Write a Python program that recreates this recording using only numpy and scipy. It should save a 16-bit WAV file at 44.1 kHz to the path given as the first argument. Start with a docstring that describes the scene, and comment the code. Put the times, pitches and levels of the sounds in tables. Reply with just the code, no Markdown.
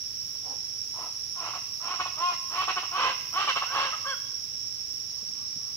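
"""A chachalaca calls from the forest canopy in harsh phrases that grow louder, some notes turning clear.
Its syrinx is a harmonic source, chopped into puffs when pressed and filtered by throat and beak.
A second, higher bird joins the last phrase, then a third calls far off; the trees scatter the calls back.
Cicadas drone with ringing tymbals on the right and smaller insects hiss in waves on the left,
over a faint low rumble and three soft bumps."""
import sys
import numpy as np
from scipy import signal
from scipy.fft import rfft, irfft, next_fast_len
from scipy.io import wavfile
from scipy.ndimage import uniform_filter1d

SR = 44100
rng = np.random.default_rng(int(sys.argv[2]) if len(sys.argv) > 2 else 0)


def master(y):
    """Save y as 16-bit WAV."""
    cut = np.clip(np.atleast_2d(y).T, -1, 1)
    pcm = np.round(cut * 32767)  # scale
    wavfile.write(sys.argv[1], SR, pcm.astype(np.int16))


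N = 254016
TIME = np.arange(N) / SR

# throat resonances of the near and the far bird: f/Hz, level/dB
THROAT_RESONANCES = [(130, -69), (280, -18), (520, -15), (610, -11), (780, -2.5), (900, -8), (1090, 6),
                     (1260, -2.5), (1430, -6.5), (1750, -28), (2500, -37)]
# spectral envelope of their overtones: f/Hz, level/dB
OVERTONE_ENVELOPE = [(1600, -3.5), (1870, -2.5), (1990, 2.5), (2170, 1.5), (2330, -11), (2480, 7),
                     (2730, 9), (3050, -1), (3650, -4), (4130, -5), (5000, -10), (6500, -21), (8500, -34),
                     (14000, -42)]


def gain_of(db):
    """Amplitude ratio of a level in decibels."""
    return 10 ** (np.asarray(db) / 20)


def unit_rms(x):
    """Normalisation to a mean power of 1."""
    return x / np.sqrt(np.mean(x ** 2) + 1e-20)


def value_at(points, hz):
    """Interpolation on a logarithmic frequency axis."""
    f, value = np.transpose(points)
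    return np.interp(np.log(hz + 1), np.log(f + 1), value)


def band_gain(points, hz):
    """Band-pass response: beyond its ends the spectrum falls by 50 dB per octave."""
    octaves_below = np.maximum(np.log2(points[0][0] / (hz + 1)), 0)
    octaves_above = np.maximum(np.log2((hz + 1) / points[-1][0]), 0)
    return gain_of(value_at(points, hz) - 50 * (octaves_below + octaves_above))


def coloured(x, points):
    """Linear filtering by multiplication of spectra; the result has rms 1."""
    n = next_fast_len(x.shape[-1])
    response = band_gain(points, np.fft.rfftfreq(n, 1 / SR))
    return unit_rms(irfft(rfft(x, n) * response, n)[..., :x.shape[-1]])


def wander(n, hz):
    """Random modulation: up to a second of noise, low-passed near hz, with rms about 1."""
    low_pass = np.exp(-(np.arange(SR // 2 + 1) / hz) ** 2)
    return unit_rms(irfft(rfft(rng.standard_normal(SR)) * low_pass, SR))[:n]


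def levelled(x, window=700):
    """Division by the short-time rms steadies the level but keeps faster pulses."""
    return x / np.sqrt(uniform_filter1d(uniform_filter1d(x ** 2, window), window) + 1e-9)


def add(mix, start, sound):
    """Superposition of a sound from a start time in seconds."""
    part = mix[round(start * SR):][:len(sound)]
    part += sound[:len(part)]


def placed(x, left_db, left_lead=0):
    """Interaural differences: one of level, and one of time in samples."""
    left, right = x * gain_of([[left_db / 2], [-left_db / 2]])
    return np.array([np.roll(left, -left_lead), right])


def noise_pair(correlation):
    """Partial correlation: two channels of white noise share a component."""
    a, b = rng.standard_normal((2, N))
    return np.array([a, correlation * a + np.sqrt(1 - correlation ** 2) * b])


def background(db=-51):
    """Distant rumble and diffuse forest hush: coherence between the ears falls with frequency."""
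    # spectral density of the hush: f/Hz, level/dB
    hush_spectrum = [(20, -34), (45, -15.5), (65, -1.5), (85, -3.5), (108, 4), (150, -5), (300, -8.5),
                     (600, -14), (900, -16), (1150, -15), (1700, -16.5), (2700, -11.5), (3300, -11),
                     (4300, -8.5), (7200, -15), (8300, -31), (16000, -47)]
    hz = np.fft.rfftfreq(N, 1 / SR)
    coherence = value_at([(100, 0.59), (500, 0.17), (2000, 0.025)], hz)
    left_db = value_at([(600, 1.5), (1200, -1.5), (4200, -6.5), (7000, 5.5), (9000, -6.5)], hz)
    left, independent = rfft(rng.standard_normal((2, N)))
    right = coherence * left + np.sqrt(1 - coherence ** 2) * independent
    pair = irfft(np.array([left * gain_of(left_db / 2), right * gain_of(-left_db / 2)]), N)
    return gain_of(db) * coloured(pair, hush_spectrum)


def bumps():
    """Damped oscillation: each dull knock is a sine and a noisy scuff that die away together."""
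    # soft knocks: t/s, level/dB, f/Hz, decay time/s
    knocks = [(0.352, -60.5, 590, 0.0044), (5.223, -54.5, 213, 0.0057), (5.558, -48.5, 107, 0.0068)]
    track, t = np.zeros(N), np.arange(SR // 4) / SR
    for start, db, hz, decay in knocks:
        scuff = coloured(rng.standard_normal(len(t)), [(hz / 2, -8), (hz, 0), (hz * 2, -6), (hz * 6, -22)])
        envelope = gain_of(db) * t / decay * np.exp(1 - t / decay)
        add(track, start, envelope * (np.sin(2 * np.pi * hz * t) + scuff))
    return track


def insect_swell_db(build_s=0.35, stop_s=0.077, rest_db=-64.5):
    """Incoherent sources add in power: waves build slowly and stop quickly over a resting level."""
    # crests of the waves: t/s, relative level/dB
    crests = [(0.328, -58), (1.02, -63), (1.8, -60), (2.34, -63), (2.6, -58.5), (2.95, -63), (3.349, -56.5),
              (3.75, -58), (4.2, -59), (4.48, -65), (4.98, -61), (5.2, -63), (5.76, -65)]
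    waves = [gain_of(db) * np.exp(np.minimum((TIME - s) / build_s, (s - TIME) / stop_s)) for s, db in crests]
    return 10 * np.log10(gain_of(rest_db) ** 2 + sum(wave ** 2 for wave in waves))


def small_insects(flicker_hz=70, flicker_db=2.5):
    """Band-limited noise: a steady hiss, waves of hiss with a fast, uneven flicker, and a thin whine."""
    # spectral density of the steady hiss: f/Hz, level/dB
    hiss_spectrum = [(7500, -23), (9300, -15), (10200, -6.5), (11000, 1.5), (11700, -6.5), (12300, -11),
                     (13500, -20), (15000, -19), (15700, -7.5)]
    # spectral density of the waves: f/Hz, level/dB
    wave_spectrum = [(10500, -9), (11500, -9.5), (12200, -1), (13300, -7), (14500, -3), (15700, -6)]
    # envelope of the whine: t/s, relative level/dB
    whine_envelope = [(0, -70.5), (1.25, -61.5), (1.8, -73), (2.7, -67), (3.3, -82), (5.76, -83)]
    hiss = coloured(noise_pair(0.24), hiss_spectrum) * gain_of(-68)
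    flicker_rate = flicker_hz * (1 + .3 * np.resize(wander(SR, 30.5), N))
    flicker = np.sin(2 * np.pi * np.cumsum(flicker_rate) / SR)
    waves = coloured(noise_pair(.3), wave_spectrum) * gain_of(insect_swell_db() + flicker_db * flicker - 3)
    whine = coloured(noise_pair(0.19), [(10600, -30), (11150, -8), (11700, -29)])
    whine *= gain_of(np.interp(TIME, *np.transpose(whine_envelope)) - 1)
    return placed(hiss + waves, left_db=16) + placed(whine, left_db=10)


def cicadas(db=-36, tymbal_hz=104, depth=0.11):
    """Tymbal resonance: a chorus merges into a noise band, modulated by the nearest one's steady beat."""
    # spectral density of the chorus: f/Hz, level/dB
    tymbal_spectrum = [(3000, -57), (4400, -35.5), (4700, -21.5), (4950, -10), (5150, -11.5), (5330, 0),
                       (5450, 2.5), (5620, 1.5), (5800, -9), (6000, -12.5), (6250, -16), (6550, -31.5),
                       (7300, -30), (8200, -91)]
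    phase = 2 * np.pi * tymbal_hz * TIME
    beat = 1 + depth * np.array([[.5], [1]]) * (np.cos(phase) + 0.43 * np.cos(2 * phase))
    chorus = coloured(noise_pair(.3), tymbal_spectrum)
    return placed(gain_of(db) * unit_rms(chorus * beat), left_db=-7, left_lead=22)


def forest_echo(x, early_db, early_s, echoes_per_s=2500):
    """Scattering: near foliage returns a quick cloud of echoes, far trunks a long tail."""
    # reverberation of the forest: f/Hz, reverberation time/s
    reverberation_times = [(300, 1), (700, 0.88), (1100, 0.86), (2700, 0.79), (5000, 0.83), (12000, 0.43)]
    t = np.arange(SR) / SR
    echoes = rng.standard_normal((2, SR)) * (rng.random((2, SR)) < echoes_per_s / SR)
    echoes *= (t > .004) * (1 + gain_of(early_db) * np.exp(-t / early_s))
    hz, delay, spectra = signal.stft(echoes, SR, nperseg=256)
    decay = gain_of(-60 * delay / value_at(reverberation_times, hz)[:, None])
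    response = signal.istft(spectra * decay, SR, nperseg=256)[1]
    response /= np.linalg.norm(response, axis=1, keepdims=True)
    return signal.fftconvolve(x[None], response, axes=1)[:, :N]


def syrinx(controls, throat, overtones, rattle_hz=140, jitter=0.0513, rasp=.65, airiness=.06):
    """Source and filter: the syrinx sings harmonics; pressed, it rattles and chops them into puffs."""
    times, *curves = np.broadcast_arrays(*controls)
    t = np.arange(times[0], times[-1], 1 / SR)
    effort_db, hz, rough, bright_db, gape = (np.interp(t, times, curve) for curve in curves)
    n, rough = len(t), np.clip(rough, 0, 1)
    cycles = np.cumsum(hz * (1 + (0.0011 + jitter * rough) * wander(n, 226))) / SR
    rattle_phase = np.cumsum(rattle_hz * (1 + 0.1817 * wander(n, 71.3))) / SR % 1
    pulses = np.exp(-rattle_phase / 0.33) - np.exp(-rattle_phase / 0.088) + 0.15
    puffs = unit_rms(pulses * gain_of(1.75 * wander(n, 94)))
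    harmonics = [(k * hz, np.cos(2 * np.pi * (k * cycles + rng.random()))) for k in range(1, 25)]

    def resonate(spectrum, shift, noise_share, sharpness):
        """Tone and air noise pass resonances whose frequencies slide by the factor shift."""
        tone = levelled(sum(band_gain(spectrum, f / shift) ** sharpness * wave for f, wave in harmonics))
        air = np.interp(np.cumsum(shift), np.arange(SR), coloured(rng.standard_normal(SR), spectrum))
        blend = np.sqrt(1 - noise_share) * tone + np.sqrt(noise_share) * air
        return levelled(blend * (1 - rough + rough * puffs))

    # a half-shut beak blunts the resonances; a clear note locks onto the strongest one
    blunted = [(f, db * min(gape.mean(), 1) ** 2) for f, db in throat]
    noise_share = rasp * rough ** 2
    low = resonate(blunted, gape, noise_share, sharpness=1 + 0.97 * (1 - rough) ** 2)
    high = resonate(overtones, np.maximum(gape, 1) ** .6, airiness + noise_share, sharpness=1)
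    envelope = gain_of(effort_db) * signal.windows.tukey(n, .04)
    return envelope * low, envelope * gain_of(bright_db) * high


def voice(notes, throat, overtones):
    """Superposition of one bird's notes on two tracks: throat tone and overtones."""
    tracks = np.zeros((2, N))
    for controls in notes:
        for track, sound in zip(tracks, syrinx(controls, throat, overtones)):
            add(track, controls[0][0], sound)
    return tracks


def far_call(start, length, effort_db, hz, rough=0.8, bright_db=-11):
    """Joint modulation: the level and pitch of a harsh note rise and fall together."""
    u = np.linspace(0, 1, 100)
    ends = (2 * u - 1) ** 2
    return start + u * length, effort_db - 11 * ends, hz * (1 - 0.0405 * ends), rough, bright_db, 1


def far_bird(distance_db=-40):
    """Reverberant field: only scattered sound arrives from a chachalaca deep in the trees."""
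    # distant calls: t/s, length/s, relative level/dB, f/Hz
    calls = [(4.551, 0.28, -36, 381), (5.079, 0.19, -27, 377), (5.329, 0.133, -20, 390),
             (5.569, 0.17, -21.5, 397)]
    song = voice([far_call(*row) for row in calls], THROAT_RESONANCES, OVERTONE_ENVELOPE).sum(0)
    return placed(gain_of(distance_db) * forest_echo(song, early_db=14, early_s=0.027), left_db=-3)


def squeal(start, length, effort_db, hz, crest, rough, bright_db):
    """Frequency modulation: a nearly clear, level note on one arch of pitch, brightest at the top."""
    u = np.linspace(0, 1, 100)
    effort = effort_db - 11.5 * abs(2 * u - 1) ** 6
    pitch = hz * (1 - .5 * (u - crest) ** 2)
    brightness = bright_db - 24 * (2 * (u - crest)) ** 2
    return start + u * length, effort, pitch, rough, brightness, 1


def answering_bird():
    """Source and filter: a second bird squeals through higher throat resonances."""
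    # squeals: t/s, length/s, relative level/dB, top f/Hz, crest/length, roughness, brightness/dB
    squeals = [(3.653, .24, -39, 561, .62, 0.18, -4), (4.053, .099, -31.5, 551.2, .4, 0.23, -5)]
    # throat resonances: f/Hz, level/dB
    throat = [(200, -48), (540, -5.5), (800, -27), (1100, 1.5), (1350, 5.5), (1650, -0.5), (1900, -5.5)]
    # spectral envelope of the overtones: f/Hz, level/dB
    overtones = [(1700, -24), (2200, -9.5), (2750, -9), (3300, 1.5), (3800, -30), (4400, -5.5), (6000, -24),
                 (12000, -42)]
    return voice([squeal(*row) for row in squeals], throat, overtones)


def cluck(start, length, attack, effort_db, hz, slide, rough, bright_db, gape):
    """A transient: the note snaps open, holds, then drops away while its pitch slides down."""
    u = np.linspace(0, 1, 100)
    onset = np.maximum(1 - u * length / attack, 0)
    effort = effort_db - 31 * onset ** 2 - 25 * u ** 3.97
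    return start + u * length, effort, hz * (1 - slide * (u - .5)), rough, bright_db, gape


def drawn_call(start, length, effort_db, hz, climb, crest, rough, bright_db, gape,
               clear_at, clear_s, clarity, leap):
    """Change of vibration regime: a harsh swelling call clears briefly, then may break in pitch."""
    u = np.linspace(0, 1, 100)
    before, after = np.maximum(1 - u / crest, 0), np.maximum(u - crest, 0) / (1 - crest)
    clear_position = (u * length - clear_at) / (clear_s / 2)  # -1 to 1 across the clear part
    clear = clarity * np.exp(-clear_position ** 4)
    # where the voice clears, the throat rings louder and the overtones fall back against it
    effort = effort_db - 18 * before ** 2.47 - 16.5 * after ** 2.34 + 7 * clear
    brightness = bright_db + 0.5 * (u - .5) - 7 * clear
    pitch = hz * (1 - climb * before ** 2 - 0.048 * after ** 2) * np.where(clear_position > 1, leap, 1)
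    opening_beak = gape * (1 + 0.0504 * (u - .5))
    return start + u * length, effort, pitch, rough * (1 - clear), brightness, opening_beak


def leading_bird():
    """Source and filter: drawn-out calls and short clucks excite the same throat resonances."""
    # calls: t/s, length/s, relative level/dB, f/Hz, climb/f, crest/length, roughness, brightness/dB,
    # beak factor, time to mid clear part/s, its length/s, clarity, pitch ratio of the break
    calls = [ (0.426, 0.15, -46.5, 261.3, 0.056, 0.55, .9, -29, 0.71, 0.044, 0.023, 0.2, 1.02),
             (0.931, 0.17, -40.5, 349.3, .16, .55, 0.94, -12.5, 0.91, 0.086, .02, 0.03, 0.91),
             (1.348, 0.18, -36, 371.2, .09, 0.74, 1.1, -8, 1, .04, 0.033, 0.7, 0.91),
             (1.8, 0.18, -34, 365.4, .17, 0.71, 0.83, -7.5, 1.016, 0.12, 0.022, 0.7, 0.98),
             (2.162, 0.182, -29.5, 357.3, .2, .56, 0.63, -9, 1, 0.1016, 0.098, 1, 1),
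             (2.5, 0.16, -30, 377, 0.17, 0.74, 0.83, -5, 1.037, 0.097, 0.038, 0.87, 1),
             (2.913, 0.226, -24.5, 399.9, .14, .57, .75, -7, 1.07, .035, 0.04437, 0.56, 1.34),
             (3.327, 0.145, -26.5, 392, 0.22, 0.58, 0.75, -5.5, 1.07, 0.045, 0.0287, 0.8, 1),
             (3.699, 0.21, -25, 417.3, .18, 0.46, 0.7, -7.5, 1.085, .035, 0.039, 0.12, 1.31), ]
    # clucks: t/s, length/s, attack/s, relative level/dB, f/Hz, slide/f, roughness, brightness/dB,
    # beak factor
    clucks = [ (1.529, 0.071, 0.009, -35, 363.7, 0.046, 1.2, -8.5, 1),
              (1.985, 0.05, 0.019, -24, 361, 0.063, 0.54, -8.5, 1.03),
              (2.045, .045, 0.016, -28, 363, 0.057, 0.67, -10.5, 1.01),
              (2.311, 0.05, 0.0065, -37, 345.2, 0.055, 0.65, -5.5, 1.03),
              (2.674, .055, 0.0067, -25, 371, 0.051, 0.73, -6, 1.015),
              (2.754, 0.053, 0.018, -25, 365.7, 0.055, 0.46, -8, 1.07),
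              (2.816, 0.05, .011, -34.5, 375.4, 0.075, 0.96, -8.5, 1.05),
              (3.472, .054, 0.0034, -23, 537, 0.22, 0.47, -4, 1.09),
              (3.548, 0.0487, 0.022, -24, 547, 0.068, 0.9, -3.5, 1.076),
              (3.608, 0.041, 0.019, -23.5, 554, .05, 0.85, -9, 1.05),
              (3.921, 0.044, 0.0089, -29.5, 626, 0.03, 0.46, -21, 1.25),
              (4.032, 0.053, 0.027, -32, 578, 0.16, 0.18, -35, 1.01), ]
    notes = [drawn_call(*row) for row in calls] + [cluck(*row) for row in clucks]
    return voice(notes, THROAT_RESONANCES, OVERTONE_ENVELOPE)


def near_birds():
    """Direct and scattered paths: throat tones arrive mostly straight, overtones largely via leaves."""
    low, high = leading_bird() + answering_bird()
    direct = gain_of(-2) * low + gain_of(-7.5) * high
    echo = gain_of(-11.5) * forest_echo(low, early_db=1, early_s=0.043)
    echo += gain_of(0.5) * forest_echo(high, early_db=10, early_s=0.02)
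    return placed(direct, left_db=-1, left_lead=5) + placed(echo, left_db=-5)


def scene():
    """Superposition: the pressures of all sources add at each ear."""
    return near_birds() + far_bird() + cicadas() + small_insects() + background() + bumps()


def record(dry):
    """Band limiting: a steep low-pass filter cuts the treble above 15.8 kHz."""
    low_pass = signal.firwin(801, 15800, window=("kaiser", 9), fs=SR)
    return signal.oaconvolve(dry, low_pass[None], "same")


dry = scene()
out = record(dry)
master(out)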